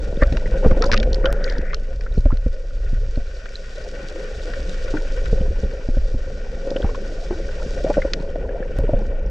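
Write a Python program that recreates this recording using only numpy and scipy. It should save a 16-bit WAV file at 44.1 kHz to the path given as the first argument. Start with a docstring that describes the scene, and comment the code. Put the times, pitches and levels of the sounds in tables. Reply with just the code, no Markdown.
"""Snorkelling, heard from a waterproof case

A camera in a hollow case is carried just under the sea surface, near other swimmers. Eddies rumble
round the case, and bumps set it swaying and ringing. Close by, air pockets glug, splashes crackle and
small bubbles snap. Each bubble is an oscillator, its air the spring and the water the mass: the smaller,
the higher. Behind lie the wash of the churned surface and a fine fizz, coloured by the case's modes."""
import sys
import numpy as np
from scipy import signal
from scipy.fft import rfft, irfft, next_fast_len
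from scipy.io import wavfile
from scipy.ndimage import uniform_filter1d

SR = 44100
rng = np.random.default_rng(int(sys.argv[2]) if len(sys.argv) > 2 else 0)


def bounce(signal):
    """Save signal as a 16-bit WAV file at the path given by the first command-line argument."""
    frames = np.transpose(np.atleast_2d(signal))
    limited = np.clip(frames, -1, 1)
    pcm = np.round(limited * 32767).astype(np.int16)
    wavfile.write(sys.argv[1], SR, pcm)


N = 410130

# bumps on the case: (time [s], relative level [dB], hollow ring against the push [dB])
CASE_BUMPS = [(0.223, -9, -3), (0.323, -12.5, -13), (0.66, -3, -3.5), (0.715, -10, -24), (0.929, -14.5, -6),
              (2.176, -10.5, -15.5), (2.256, -9.5, -5.5), (2.326, -11.5, -19), (2.462, -14, -8),
              (2.93, -18, -26), (3.174, -14, -11), (5.328, -11.5, -0.5), (5.41, -15.5, -18),
              (5.632, -15, -7.5), (5.887, -13, -17), (5.969, -14, -8), (6.143, -15, -38),
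              (6.843, -11.5, -18), (7.98, -19, -18), (8.787, -13, -7), (8.838, -16, -2), (8.934, -9.5, 0)]


def amp(db):
    """Decibels to amplitude ratio."""
    return 10 ** (np.asarray(db) / 20)


def unit(x):
    """Normalisation to an rms of one."""
    return x / np.sqrt(np.mean(x ** 2) + 1e-20)


def together(a_db, b_db):
    """Incoherent sources add in power."""
    return 10 * np.log10(amp(a_db) ** 2 + amp(b_db) ** 2)


def curve(points):
    """Linear interpolation of a level at every sample."""
    return np.interp(np.arange(N) / SR, *np.transpose(points))


def at_hz(points, hz, column=1):
    """Interpolation on a log-frequency axis."""
    table = np.array(points, float)
    return np.interp(np.log(hz + 1), np.log(table[:, 0] + 1), table[:, column])


def add(mix, s, sound):
    """Superposition of a sound on the mix, from time s."""
    part = mix[:, max(round(s * SR), 0):][:, :sound.shape[-1]]
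    part += sound[..., :part.shape[1]]


def pan(gain):
    """Level difference: the left side gains what the right loses, in decibels."""
    return np.array([[gain], [1 / gain]])


def wander(hz):
    """Slow random modulation: noise low-passed at hz."""
    return unit(irfft(rfft(rng.standard_normal(N)) / (1 + (np.fft.rfftfreq(N, 1 / SR) / hz) ** 4), N))


def grains(size, per_s, spread_db):
    """Shot noise: two trains of random impulses, a few of them large."""
    sizes = amp(spread_db * np.minimum(rng.exponential(1, (2, size)), 5))
    return unit(sizes * rng.choice([-1, 1], (2, size)) * (rng.random((2, size)) < per_s / SR))


def colour(x, law_db, size=4096):
    """Minimum-phase filter with the gain law_db(hz): it rings after each click, never before."""
    db = law_db(np.fft.rfftfreq(size, 1 / SR))
    log_gain = np.log(amp(np.maximum(db, db.max() - 100)))
    log_response = signal.hilbert(np.r_[log_gain, log_gain[-2:0:-1]]).conj()
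    taps = np.fft.ifft(np.exp(log_response)).real
    return signal.oaconvolve(x, taps[None, :size // 2], axes=1)[:, :x.shape[1]]


def modes_db(hz):
    """Modal response: the case lifts its resonances and dips at its antiresonances."""
    # peaks and dips of the case: (frequency [Hz], width [Hz], lift [dB])
    case_modes = [(536, 64.5, 10), (1175, 230, 5.5), (1477.6, 236, 19.5), (1862, 197, 12.5),
                  (2138, 98, -6.5), (2290, 290, 6), (4220, 190, -3.5), (4640, 140, 2), (5680, 410, 2.5)]
    return sum(db * np.exp(-2 * ((hz - f) / width) ** 2) for f, width, db in case_modes)


def through_wall(x, ring):
    """Resonant colouring: a sound takes a share (ring) of the case modes and keeps its rms."""
    rung = colour(x, lambda hz: ring * modes_db(hz))
    return unit(rung) * np.sqrt(np.mean(x ** 2))


def ports(pair):
    """Partial coherence: two unrelated signals become alike in the bass, apart where the walls flex."""
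    # the two microphones: (frequency [Hz], correlation [0-1], left minus right [dB])
    microphones = [(150, 1, 0), (546, 1, 2.5), (1000, 0.53, 0), (1680, 0.68, 5), (3000, 0.34, 0),
                   (4940, 0.94, -4.5), (8400, 0.93, 3)]
    size = next_fast_len(pair.shape[1] + SR // 20)
    hz = np.fft.rfftfreq(size, 1 / SR)
    a, b = rfft(pair, size)
    same = np.clip(at_hz(microphones, hz), 0, 1)
    lean = amp(at_hz(microphones, hz, column=2) / 2)
    mid, side = a * np.sqrt((1 + same) / 2), b * np.sqrt((1 - same) / 2)
    return irfft(np.array([(mid + side) * lean, (mid - side) / lean]), size)[:, :pair.shape[1]]


def burst(drive, centre_hz, db_per_octave, ring, top_hz):
    """Source and filter: a burst at the wall takes a spectral hump, the case modes and a treble cut."""
    hump = lambda hz: -db_per_octave * np.hypot(np.log2((hz + 20) / centre_hz), .5)
    muffle = lambda hz: -10 * np.log10(1 + (hz / top_hz) ** 14)
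    return ports(colour(drive, lambda hz: hump(hz) + ring * modes_db(hz) + muffle(hz)))


def wobbling_tone(turns, rough, rough_hz):
    """A bubble's wobbling wall modulates its tone in amplitude and phase."""
    noise = rng.standard_normal((2, len(turns)))
    wobble, heave = unit(signal.lfilter(*signal.butter(2, rough_hz, fs=SR), noise))
    return (1 + rough * heave) * np.sin(2 * np.pi * turns + 2 * rough * wobble)


def pinch(hz, decay_s, rise, swell_s, rough, rough_hz, hold):
    """Pinch-off excites a damped oscillation of rising pitch; a larger hold rounds the fade."""
    t = np.arange(SR // 5) / SR
    turns = np.cumsum(hz * (1 + rise * (np.tanh(t / decay_s / 2) - .3))) / SR
    shape = (1 - np.exp(-(t / swell_s) ** 2)) * np.exp(-(t / decay_s) ** hold)
    return shape / shape.max() * wobbling_tone(turns, rough, rough_hz)


def cloud(low_hz, high_hz, level_db, per_s, spread_db, smooth, gust_db, gust_hz):
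    """Countless bubbles of one size class sum to a gusting band of noise, filtered by the case."""
    # transmission through the case: (frequency [Hz], gain [dB])
    transmission = [(60, -19.5), (150, -14.5), (300, -18), (430, -7), (600, -14), (880, -24.5),
                    (1150, -26.5), (1300, -32.5), (2100, -28), (2800, -22.5), (4000, -30), (5500, -35),
                    (7500, -41), (9500, -55), (14000, -75)]
    drive = grains(N, per_s, spread_db) + smooth * rng.standard_normal((2, N))
    drive *= amp(gust_db * wander(gust_hz))
    band = lambda hz: -10 * np.log10((1 + (low_hz / (hz + 1)) ** 8) * (1 + (hz / high_hz) ** 8))
    sound = ports(colour(drive, lambda hz: at_hz(transmission, hz) + modes_db(hz) + band(hz)))
    return unit(sound) * amp(level_db)


def hiss():
    """Narrow-band noise: a whistly hiss swells and stops."""
    # swell of the hiss: (time [s], relative level [dB])
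    swell = [(2.4, -61.5), (3.4, -54), (5.9, -55), (7.95, -50), (8.4, -65)]
    level_db = curve(swell) - 3
    return cloud(5400, 6100, level_db, per_s=1200, spread_db=1.5, smooth=1.8, gust_db=-0.1, gust_hz=22)


def strays(low_hz, high_hz, level_db, cycles, count, rise=0.141, spread_db=4.5):
    """Single bubbles ring as damped oscillators at random moments, following their cloud's level."""
    t, out = np.arange(SR // 6) / SR, np.zeros((2, N))
    for when, pitch, size, side in rng.random((count, 4)):
        hz = low_hz * (high_hz / low_hz) ** pitch
        age = t * hz / cycles
        turns = np.cumsum(hz * (1 + rise * np.tanh(age / 2))) / SR
        ping = np.sin(2 * np.pi * turns) * np.tanh(2 * age) * np.exp(-age)
        db = level_db[int(when * N)] - spread_db * np.log(size + 0.025)
        lean = amp((side - .5) * hz / high_hz * 2)  # large bubbles sit in the middle
        add(out, when * N / SR, amp(db) * pan(lean) * ping)
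    return out


def pops(decay_s=0.0061, gain_db=5.5):
    """Impulse excitation: a bubble collapses a little way off and rings the case's middle modes."""
    # dull pops: (time [s], relative peak [dB])
    collapses = [(1.929, -39), (2.2546, -37), (3.457, -33), (4.5353, -28.5), (4.8806, -30.5), (4.9697, -25),
                 (5.2568, -30), (6.763, -30), (6.899, -34), (6.946, -34), (8.021, -29.5), (8.357, -38)]
    t, out = np.arange(SR // 20) / SR, np.zeros((2, N))
    for s, db in collapses:
        puff = rng.standard_normal((2, len(t))) * np.exp(-t / decay_s)
        sound = burst(puff, centre_hz=1900, db_per_octave=9, ring=0.94, top_hz=6000)
        add(out, s, amp(db + gain_db) * sound / abs(sound).max())
    return out


def ticks(decay_s=0.00043):
    """A brief pulse has a broad spectrum: dry, bright ticks with no ring."""
    # ticks: (time [s], peak [dB])
    pulses = [(1.3277, -11), (8.7875, -20)]
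    t, out = np.arange(SR // 100) / SR, np.zeros((2, N))
    for s, db in pulses:
        add(out, s, amp(db) * np.exp(-t / decay_s))
    return out


def stream(per_s=1300, scatter=0.12, cycles=3.9, spread_db=5.0, gain_db=-2.0, spurt_hz=68, bunch=0.88):
    """Pitch varies inversely with radius: ever smaller bubbles escape, so their common ring climbs."""
    # string of bubbles along the case: (time [s], relative level [dB], pitch [Hz])
    escape = [(1.24, -22, 1460), (1.30, -31.5, 1530), (1.38, -40.5, 1600), (1.47, -29, 1790),
              (1.62, -37.5, 1730), (1.71, -31, 2070), (1.746, -46, 2200)]
    times, level_db, pitch_hz = np.transpose(escape)
    t, out = np.arange(SR // 30) / SR, np.zeros((2, N))
    births = rng.uniform(times[0], times[-1], round(per_s * (times[-1] - times[0])))
    births += bunch * np.sin(2 * np.pi * spurt_hz * births) / (2 * np.pi * spurt_hz)  # air in spurts
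    for s, (size, detune, side) in zip(births, rng.standard_normal((len(births), 3))):
        hz = np.interp(s, times, pitch_hz) * np.exp(scatter * detune)
        age = t * hz / cycles
        ping = np.sin(2 * np.pi * hz * t) * np.tanh(2 * age) * np.exp(-age)
        db = np.interp(s, times, level_db) + spread_db * size + gain_db
        add(out, s, amp(db) * pan(amp(2 * side + 2)) * ping)
    return through_wall(out, ring=0.35)


def bubbles(cycles=7.7, shed_count=3, shed_db=-15.5, shed_s=0.018, shed_octaves=0.54):
    """Minnaert resonance: bubbles ring by size, chirp up as they near the surface and shed smaller ones."""
    # free bubbles close by: (time [s], level [dB], pitch [Hz])
    free_bubbles = [(.222, -16, 1134), (.458, -26, 1900), (0.842, -22.5, 1345), (.894, -22, 965),
                    (0.935, -15.5, 1600), (1.257, -17, 3060), (2.063, -30, 1470), (2.303, -28.5, 1020),
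                    (2.317, -30, 1340), (3.555, -26.5, 4020), (4.938, -15, 305), (6.764, -25.5, 2930),
                    (6.82, -34, 3300), (6.827, -30, 1500), (6.844, -24, 780), (6.89, -33, 1065),
                    (6.947, -28, 1065), (7.306, -17.5, 351), (7.901, -20, 830), (8.019, -21, 2010),
                    (8.49, -32.5, 1630), (8.625, -30.5, 1730)]
    out = np.zeros((2, N))
    chirp = lambda hz: pinch(hz, cycles / hz, 0.092, swell_s=0.0012, rough=0.26, rough_hz=297, hold=1.1)
    for s, db, hz in free_bubbles:
        add(out, s, amp(db) * chirp(hz))
        for late, higher, size, side in rng.random((shed_count, 4)):
            gains = amp(db + shed_db) * 2 * size * np.array([[side], [1 - side]])
            add(out, s + shed_s * late, gains * chirp(hz * 2 ** (shed_octaves * higher)))
    return out


def gulp(start_s=0.198, level_db=-16, hz=1794, neck_s=0.03, swell_s=0.0052, decay_s=0.0037):
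    """Growth and decay: air squeezed from a gap in the case rings up as its neck narrows, then parts."""
    t, out = np.arange(SR // 10) / SR, np.zeros((2, N))
    shape = np.minimum(np.exp((t - neck_s) / swell_s), np.exp((neck_s - t) / decay_s))
    tone = wobbling_tone(hz * t, rough=0.53, rough_hz=170)
    add(out, start_s, amp(level_db) * np.tanh(2 * shape) * tone)
    return out


def glugs(thud_hz=300, thud_s=0.002):
    """Volume pulsation: air pockets let go with a soft thud and ring near the case's hollow note."""
    # air pockets: (time [s], level [dB], pitch [Hz], decay time [s])
    pockets = [(0.22, -13, 530, 0.016), (0.647, -10, 500, 0.0083), (0.768, -14.5, 527, 0.012),
               (0.806, -14, 460, 0.014), (0.859, -15.5, 533, 0.012), (1.242, -13, 538, 0.045),
               (6.671, -21, 536, 0.022), (6.712, -16.5, 537, .016), (6.758, -14.5, 525, 0.015),
               (6.799, -17, 514, 0.012), (7.843, -12.5, 524, 0.012), (7.861, -19, 635, 0.024),
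               (7.898, -9, 573, 0.013), (7.968, -11.5, 589, 0.019), (7.978, -11, 532, 0.013),
               (8.048, -12.5, 535, 0.012), (8.356, -19.5, 594, 0.007), (8.89, -14, 591, 0.01)]
    t, out = np.arange(SR // 5) / SR, np.zeros((2, N))
    thud = 0.65 * np.sin(2 * np.pi * thud_hz * t) * t / thud_s * np.exp(1 - t / thud_s)
    for s, db, hz, decay_s in pockets:
        glug = pinch(hz, decay_s, rise=0.15, swell_s=0.0022, rough=0.12, rough_hz=203, hold=1.73)
        add(out, s, amp(db) * (thud + glug))
    return out


def splash_bubbles(shape, centre_hz, octaves=0.602, cycles=6, count=10):
    """Convolution: each of several bubble sizes rings at its own random impulses."""
    t, out = np.arange(SR // 30) / SR, 0
    offsets = 2 * (np.arange(count) + rng.random(count)) / count - 1
    for hz in centre_hz * 2 ** (octaves * offsets):
        age = t * hz / cycles
        ping = np.sin(2 * np.pi * hz * t) * np.tanh(5 * age) * np.exp(-age)
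        births = grains(len(shape), per_s=55, spread_db=7.0) * shape
        out = out + signal.oaconvolve(births, ping[None], axes=1)[:, :len(shape)]
    return ports(out)


def splashes(bubbles_db=2):
    """Air entrainment: torn water gives a tight cluster of crackles and ringing bubbles."""
    # splashes: (time [s], rms level [dB], length [s], centre frequency [Hz])
    tears = [(0.219, -27.5, 0.016, 1530), (0.633, -30.5, 0.035, 1050), (0.71, -28.5, 0.0083, 1520),
             (0.817, -24.5, 0.032, 970), (0.855, -36, 0.017, 5650), (0.916, -22.5, 0.031, 1700),
             (0.958, -30, 0.014, 2670), (1.236, -35, 0.024, 1510), (1.432, -48, 0.11, 4730),
             (1.731, -26.5, 0.0086, 1705), (2.135, -53.5, 0.085, 5400)]
    t, out = np.arange(SR // 4) / SR, np.zeros((2, N))
    for s, db, length_s, centre_hz in tears:
        age = t / length_s
        shape = np.tanh(10 * age) / (1 + age ** 10)
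        drive = grains(len(t), per_s=1100, spread_db=5.0) * shape
        crackle = burst(drive, centre_hz, db_per_octave=19, ring=0.28, top_hz=6500)
        sound = unit(crackle) + amp(bubbles_db) * unit(splash_bubbles(shape, centre_hz))
        add(out, s, amp(db) * unit(sound) * np.sqrt(np.mean(shape ** 2)))
    return out


def snaps(crack_hz=4600, split=0.079, swell_s=0.00065, decay_s=0.0018, wall_s=0.0035, gain_db=2.0):
    """Transient response: a bubble bursts on the case with a crack, two close tones and a wall note."""
    # small bursting bubbles: (time [s], relative crack peak [dB], relative wall peak [dB])
    bursts = [(.233, -23.5, -42), (0.3238, -34, -25), (0.3695, -38, -18), (.822, -17, -17),
              (.841, -22, -32), (.883, -34, -42), (.916, -15, -10), (0.924, -17, -19), (.9325, -32, -12.5),
              (.9405, -15.5, -19), (0.9756, -16.5, -21), (1, -19.5, -29), (1.0292, -27, -20),
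              (1.13, -20, -40), (1.1442, -19, -40), (1.2563, -37, -14.5), (1.442, -19, -36),
              (1.498, -23.5, -32), (1.582, -30.5, -45), (1.744, -18.5, -23), (2.009, -37, -31.5),
              (2.371, -36, -34), (6.704, -29.5, -48), (8.1343, -12, -14)]
    t, out = np.arange(SR // 20) / SR, np.zeros((2, N))
    shape = np.tanh(t / swell_s) * np.exp(-t / decay_s)
    for s, crack_db, wall_db in bursts:
        hz = crack_hz * np.exp(split * rng.standard_normal())
        pair_hz = [hz * (1 + side * split * (.5 + rng.random())) for side in (-1, 1)]
        plink = sum(np.sin(2 * np.pi * f * t) for f in pair_hz)
        drive = (rng.standard_normal((2, len(t))) + 0.3 * plink) * shape
        crack = burst(drive, hz, db_per_octave=24, ring=0.42, top_hz=5900)
        puff = rng.standard_normal((2, len(t))) * np.exp(-t / wall_s)
        wall = burst(puff, centre_hz=2300, db_per_octave=12, ring=0.57, top_hz=5900)
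        sound = amp(crack_db) * crack / abs(crack).max() + amp(wall_db) * wall / abs(wall).max()
        add(out, s, amp(gain_db) * sound)
    return out


def flow(gain_db=-1, wake_db=-1.5, wake_lead_s=0.008, wake_s=0.025):
    """Turbulent pressure: eddies rumble on the case, alike on both sides, swelling round each bump."""
    # flow round the case: (time [s], relative level [dB])
    flow_levels = [(0, -21.5), (.95, -13.5), (2, -22), (2.3, -15.5), (2.63, -25), (2.95, -15), (3.4, -29.5),
                   (4.15, -28.5), (4.75, -21.5), (5.5, -16), (5.8, -28), (5.98, -13.5), (6.28, -24.5),
                   (6.85, -24.5), (7.9, -22), (8.6, -25), (8.9, -19.5), (9.25, -19.5)]
    # spectrum of the eddies: (frequency [Hz], gain [dB])
    spectrum = [(10, -24), (20, 8.5), (29, 6.5), (44, -4), (60, -5), (80, -20), (130, -23.5), (300, -96.5)]
    hz, t = np.fft.rfftfreq(N, 1 / SR), np.arange(N) / SR
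    eddies = unit(irfft(rfft(rng.standard_normal(N)) * amp(at_hz(spectrum, hz)), N))
    envelope = uniform_filter1d(abs(signal.hilbert(eddies)), size=3000)
    power = amp(curve(flow_levels) + gain_db) ** 2
    for s, db, _ in CASE_BUMPS:
        age = np.maximum(t - s + wake_lead_s, 0) / wake_s
        power += (amp(db + wake_db) * 2 * age / (1 + age ** 3)) ** 2
    return unit(eddies / envelope) * np.sqrt(power)


def bumps(push_s=0.0024, sway_hz=31, sway_q=1.6, thud_hz=225, hollow_hz=500, decay_s=0.007, gain_db=2.5):
    """Forced vibration: a rounded push sways the case, thuds in its wall and rings the air inside."""
    t, out = np.arange(SR // 5) / SR, np.zeros((2, N))
    omega = 2 * np.pi * sway_hz
    resonator = signal.bilinear([1, 0, 0], [1, omega / sway_q, omega * omega], SR)
    lowpass = signal.butter(5, 620, fs=SR)
    pitch_sag = 1 - 0.14 * np.tanh(t / decay_s / 2)
    variations = np.exp(0.28 * (2 * rng.random((len(CASE_BUMPS), 2)) - 1))
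    for (s, db, hollow_db), (softness, detune) in zip(CASE_BUMPS, variations):
        age = t / (push_s * softness)
        sway = signal.lfilter(*resonator, (age * np.exp(1 - age)) ** 3)
        phase_per_hz = 2 * np.pi * detune * t * pitch_sag
        hollow = amp(hollow_db) * np.sin(hollow_hz * phase_per_hz)
        thud = 0.55 * np.sin(thud_hz * phase_per_hz)
        knock = (hollow + thud + 0.65 * rng.standard_normal(len(t))) * np.exp(-t / decay_s)
        add(out, s, amp(db + gain_db) * signal.lfilter(*lowpass, sway + knock))
    return out


def scene():
    """Superposition: four sizes of bubble cloud and their strays lie behind the flow and near events."""
    # water churning near the case: (time [s], relative level [dB])
    churn_levels = [(0, -36), (.78, -29.5), (1.54, -33), (1.8, -41), (2.6, -45), (3.66, -43), (3.9, -37.5),
                    (5.46, -35.5), (6.2, -40.5), (6.85, -33.5), (7.02, -37), (8.88, -32), (9.3, -36.5)]
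    # fine fizz further off: (time [s], relative level [dB])
    fizz_levels = [(0, -54), (.62, -52.5), (1.26, -60), (2.7, -59.5), (4.14, -50), (4.74, -48),
                   (6.18, -57.5), (7.9, -50.5), (8.42, -63.5), (9, -57.5), (9.3, -71.5)]
    churn_db, fizz_db = curve(churn_levels), curve(fizz_levels)
    slosh_db = -28 + 1.63 * (churn_db + 28)  # large bubbles gain level faster than the churn
    froth_db = together(churn_db - 16, fizz_db + 6)  # middle sizes come with both churn and fizz
    slosh = cloud(112, 301, slosh_db - .5, per_s=120, spread_db=4, smooth=.41, gust_db=2.5, gust_hz=11)
    churn = cloud(335, 690, churn_db + .5, per_s=200, spread_db=2, smooth=.69, gust_db=2.5, gust_hz=23.4)
    froth = cloud(1140, 2830, froth_db + .5, per_s=900, spread_db=3, smooth=1, gust_db=2, gust_hz=30.2)
    fizz = cloud(3950, 15000, fizz_db + 1, per_s=900, spread_db=6, smooth=1.7, gust_db=2.02, gust_hz=31)
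    wash = slosh + churn + froth + fizz + hiss()
    burble = strays(155.1, 339.3, slosh_db, cycles=12.6, count=130)
    burble += strays(401, 651, churn_db, cycles=6.46, count=260)
    blips = strays(620, 926, slosh_db - 2, cycles=3.86, count=560, spread_db=2.5)
    plinks = through_wall(strays(1300, 2900, froth_db + 2, cycles=4, count=200, spread_db=5), ring=0.3)
    pips = strays(2800, 6000, froth_db + 2.5, cycles=6, count=130)
    near = bumps() + glugs() + gulp() + bubbles() + splashes() + stream() + snaps() + pops() + ticks()
    return wash + burble + blips + plinks + pips + flow() + near


def record(dry, ceiling=0.86, edge_hz=15700):
    """Soft saturation rounds off the largest bumps; a low-pass sets the camera's band limit."""
    rounded = dry / (1 + (dry / ceiling) ** 8) ** (1 / 8)
    lowpass = signal.firwin(511, edge_hz, window=("kaiser", 9), fs=SR)
    return signal.oaconvolve(rounded, lowpass[None], "same")


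dry = scene()
out = record(dry)
bounce(out)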